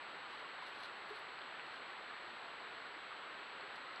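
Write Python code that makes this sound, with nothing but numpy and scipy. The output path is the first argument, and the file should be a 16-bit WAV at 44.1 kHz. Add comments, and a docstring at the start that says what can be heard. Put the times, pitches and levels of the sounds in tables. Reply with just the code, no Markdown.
"""An otter by a night river

A shallow river rushes steadily over stones; small bubbles ring in it and now and then a larger one
gurgles. An otter shifts about on a tussock of dry grass, rustling it and snapping a few stalks, then
leaves over the rocks. The wildlife camera hears little above 4.5 kHz and adds a faint hiss and whine."""
import sys
import numpy as np
from scipy import signal
from scipy.fft import rfft, irfft, next_fast_len
from scipy.io import wavfile
from scipy.ndimage import uniform_filter1d, map_coordinates

SR = 44100
rng = np.random.default_rng(int(sys.argv[2]) if len(sys.argv) > 2 else 0)


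def wrap_up_sound(samples):
    """Save the sound to the file named by the first command line argument, as 16-bit audio."""
    columns = np.atleast_2d(samples).T
    # keep every value between -1 and 1, then stretch to whole-number steps
    tamed = np.clip(columns, -1, 1)
    steps = np.round(tamed * 32767).astype(np.int16)
    wavfile.write(sys.argv[1], SR, steps)


N = 176400


def amp(db):
    """Turn decibels into a number to multiply by."""
    return 10 ** (np.asarray(db) / 20)


def unit(x):
    """Scale a signal so its average strength (rms) is 1."""
    return x / np.sqrt(np.mean(x ** 2) + 1e-20)


def clock():
    """The time of every sample, in seconds."""
    return np.arange(N) / SR


def wobble(per_s):
    """A smooth curve through per_s random values a second."""
    return map_coordinates(rng.standard_normal(int(N * per_s / SR) + 4), [clock() * per_s])


def filtered(x, response):
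    """Turn each frequency up or down by the gain response(hz)."""
    size = next_fast_len(N + 8192)
    return irfft(rfft(x, size) * response(np.fft.rfftfreq(size, 1 / SR)), size)[:N]


def coloured(x, points):
    """Shape the tone along a curve of (pitch_hz, gain_db) points."""
    pitch_hz, gain_db = np.transpose(points)
    return filtered(x, lambda hz: amp(np.interp(np.log(hz + 1), np.log(pitch_hz), gain_db)))


def placed(starts_s, sounds):
    """Add up short sounds, one per row, each at its start time."""
    at = (np.asarray(starts_s)[:, None] * SR).astype(int) + np.arange(sounds.shape[1])
    return np.bincount(np.maximum(at, 0).ravel(), sounds.ravel(), N)[:N]


def ringing(t, hz, fade_s, attack_s, rise):
    """One bubble: a tone that starts softly, then rises in pitch as it fades by 60 dB in fade_s."""
    tone = np.sin(2 * np.pi * hz * t * (1 + rise * t / fade_s / 2))
    return tone * amp(-60 * t / fade_s) * (1 - np.exp(-t / attack_s))


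def electronics():
    """The camera hisses and whines; at every picture the whine's wave flips over with a tiny tick."""
    # tone of the hiss: pitch_hz, gain_db
    hiss_tone = [(100, 17), (5000, 4), (7200, 0), (9000, -2), (12600, -2.5), (13200, -17)]
    # tone of a tick: pitch_hz, gain_db
    tick_tone = [(4000, -12), (5300, 2), (6800, -7), (9000, -15), (11000, -18), (14000, -38)]
    flips_per_s, first_flip_s = 59.513, 0.0133
    whine_hz = 131 * flips_per_s
    t = clock() - first_flip_s
    sign = np.where(np.sin(np.pi * flips_per_s * t) < 0, -1., 1.)
    whine = np.sqrt(2) * np.sin(2 * np.pi * whine_hz * t) * sign
    whine = coloured(whine, [(7800, 0.5), (10000, -3)])
    ticks = coloured(np.diff(sign, prepend=sign[0]) / 2, tick_tone)
    hiss = unit(coloured(rng.standard_normal(N), hiss_tone))
    return amp(-77.5) * whine + amp(-57.5) * ticks + amp(-80.5) * hiss


def rush(patchy_db):
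    """Countless far bubbles merge into a noise with shifting patches and tiny surges."""
    # tone of the rushing water: pitch_hz, gain_db
    rush_tone = [(25, -44), (50, -27), (95, -21.5), (150, -16), (200, -14), (300, -9), (380, -6),
                 (690, -5.5), (770, -3.5), (1050, -1.6), (1320, 0.14), (1850, -2.5), (2500, -6.5),
                 (3000, -7.5), (3550, -11), (4200, -10)]
    spectrum = signal.stft(rng.standard_normal(N), nperseg=512)[2]
    patches = uniform_filter1d(rng.standard_normal(spectrum.shape), 5, axis=0)  # smooth across pitch
    patches = uniform_filter1d(patches, 8, axis=1)  # and across time
    noise = signal.istft(spectrum * amp(patchy_db * unit(patches)), nperseg=512)[1][:N]
    level_db = -49 + 0.06 * wobble(per_s=22)
    return amp(level_db) * unit(coloured(noise, rush_tone))


def bubbles(per_s, middle_hz):
    """Nearer small bubbles ring at random; the low ones last longer."""
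    count = int(per_s * N / SR)
    starts_s = rng.random(count) * N / SR
    quieter_db = np.minimum(-np.log(1 - rng.random((count, 1))), 4)
    hz = np.clip(middle_hz * np.exp(0.381 * rng.standard_normal((count, 1))), 300, 4500)
    t = np.arange(SR // 32) / SR
    rings = amp(-quieter_db) * ringing(t, hz, fade_s=30.6 / hz, attack_s=1 / hz, rise=0.22)
    return amp(-61.5) * unit(placed(starts_s, rings))


def gurgles():
    """Single larger bubbles stand out of the rush."""
    # one large bubble per row: start_s, pitch_hz, level_db, fade_s
    large_bubbles = [(.135, 445, -51, 0.084), (.331, 1080, -41, .07), (.34, 853, -43, .066),
                     (.350, 1195, -44, 0.08), (.415, 968, -48, .12), (0.445, 1072, -45, 0.11),
                     (.619, 972, -40, 0.075), (.634, 1144, -49, 0.056), (.816, 985, -43, 0.096),
                     (1.105, 410, -40.5, 0.11), (2.094, 1676, -42, 0.071), (2.445, 630, -51, .056),
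                     (2.848, 1423, -41, 0.068), (3.118, 1163, -40.5, 0.076), (3.260, 430, -47, 0.044),
                     (3.627, 400, -48.5, 0.089), (3.962, 1370, -45, 0.15)]
    start_s, pitch_hz, level_db, fade_s = np.transpose(large_bubbles)[:, :, None]
    t = np.arange(SR // 6) / SR
    rings = amp(level_db) * ringing(t, pitch_hz, fade_s, attack_s=0.0074, rise=0.17)
    return placed(start_s[:, 0], rings)


def rustles():
    """Dry blades crackle in clumps each time the otter brushes them."""
    # strokes of the body through the grass: peak_s, half_width_s, level_db
    strokes = [(.325, 0.022, -63.5), (.39, .025, -66), (.635, 0.015, -68), (0.681, 0.011, -56),
               (.80, 0.041, -61), (0.849, 0.016, -58.5), (1.10, 0.019, -66), (1.17, 0.03, -63.5),
               (1.67, 0.01, -66), (1.75, 0.032, -64), (2.3, .1, -73), (3.76, 0.0052, -60)]
    # tone of dry grass: pitch_hz, gain_db
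    grass_tone = [(800, -14), (2000, -3.5), (4300, 1), (5700, 9), (9000, 4), (12500, -7.5)]
    swells = sum(amp(level_db) * np.exp(-0.5 * ((clock() - peak_s) / half_width_s) ** 2)
                 for peak_s, half_width_s, level_db in strokes)
    noise = rng.standard_normal(N)
    crackle_db = 4.5 * (wobble(per_s=1200) + 0.68 * wobble(per_s=130))  # fine grains plus slower clumps
    return amp(10.5) * swells * unit(coloured(noise * amp(crackle_db), grass_tone))


def snaps(band_width):
    """Stalks snap and claws tick: each is a burst of noise around one pitch that dies away fast."""
    # one snap or tick per row: start_s, pitch_hz, level_db, fade_s
    cracks = [(.675, 5800, -41, .008), (.687, 11000, -44, .014), (.802, 11000, -46, .024),
              (.809, 10500, -45, .016), (.8345, 10000, -38, .01), (0.834, 4800, -41, 0.0072),
              (.844, 10000, -40, .01), (.845, 4300, -43, .03), (.966, 12000, -46, .024),
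              (1.085, 11500, -41, .011), (1.095, 11000, -43, .007), (1.1025, 10500, -38, .005),
              (1.102, 4800, -39, 0.0065), (1.158, 10500, -39, .007), (1.162, 9500, -43, .008),
              (1.161, 5400, -41, .012), (1.168, 4400, -44, 0.0088), (1.186, 10500, -47, .012),
              (1.193, 10500, -38, .011), (1.389, 4270, -43, 0.018), (1.417, 3660, -42.5, .018),
              (1.5967, 2070, -33, .008), (1.665, 5500, -42, .014), (1.669, 9000, -47, .012),
              (1.759, 4200, -46, .024), (3.610, 4200, -40.5, 0.014), (3.757, 5500, -40, .012),
              (3.7595, 10500, -44, .012), (3.9603, 5500, -29.5, .008)]
    out = np.zeros(N)
    for start_s, pitch_hz, level_db, fade_s in cracks:
        age = clock() - start_s
        fade = amp(level_db - 60 * np.abs(age) / fade_s) * (age >= 0)
        band = lambda hz: 1 / (1 + ((hz / pitch_hz - pitch_hz / (hz + 1)) / (2 * band_width)) ** 2)
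        crack = filtered(fade * rng.standard_normal(N), band)
        out += 0.5 * fade.std() * unit(crack)
    return out


def scene():
    """The river flows behind the otter's tussock."""
    # the river's fizz fades with distance: pitch_hz, gain_db
    distance_tone = [(4200, 1), (6000, -2.5), (8000, -7), (12000, -26)]
    water = rush(patchy_db=0.5) + bubbles(per_s=900, middle_hz=1404) + gurgles()
    river = coloured(water, distance_tone)
    return (river + rustles() + snaps(band_width=0.22))[None]


def record(dry):
    """The camera dulls the high sounds, adds its own noise and keeps nothing above top_hz."""
    # how well the camera hears high sounds: pitch_hz, gain_db
    camera_tone = [(4250, 1), (4600, -6), (5000, -15.5), (5500, -25), (6200, -26.5), (7300, -39),
                   (8500, -31), (10500, -21), (12500, -28), (14000, -39)]
    top_hz = 14300
    heard = coloured(dry[0], camera_tone) + electronics()
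    return filtered(heard, lambda hz: hz < top_hz)[None]


dry = scene()
out = record(dry)
wrap_up_sound(out)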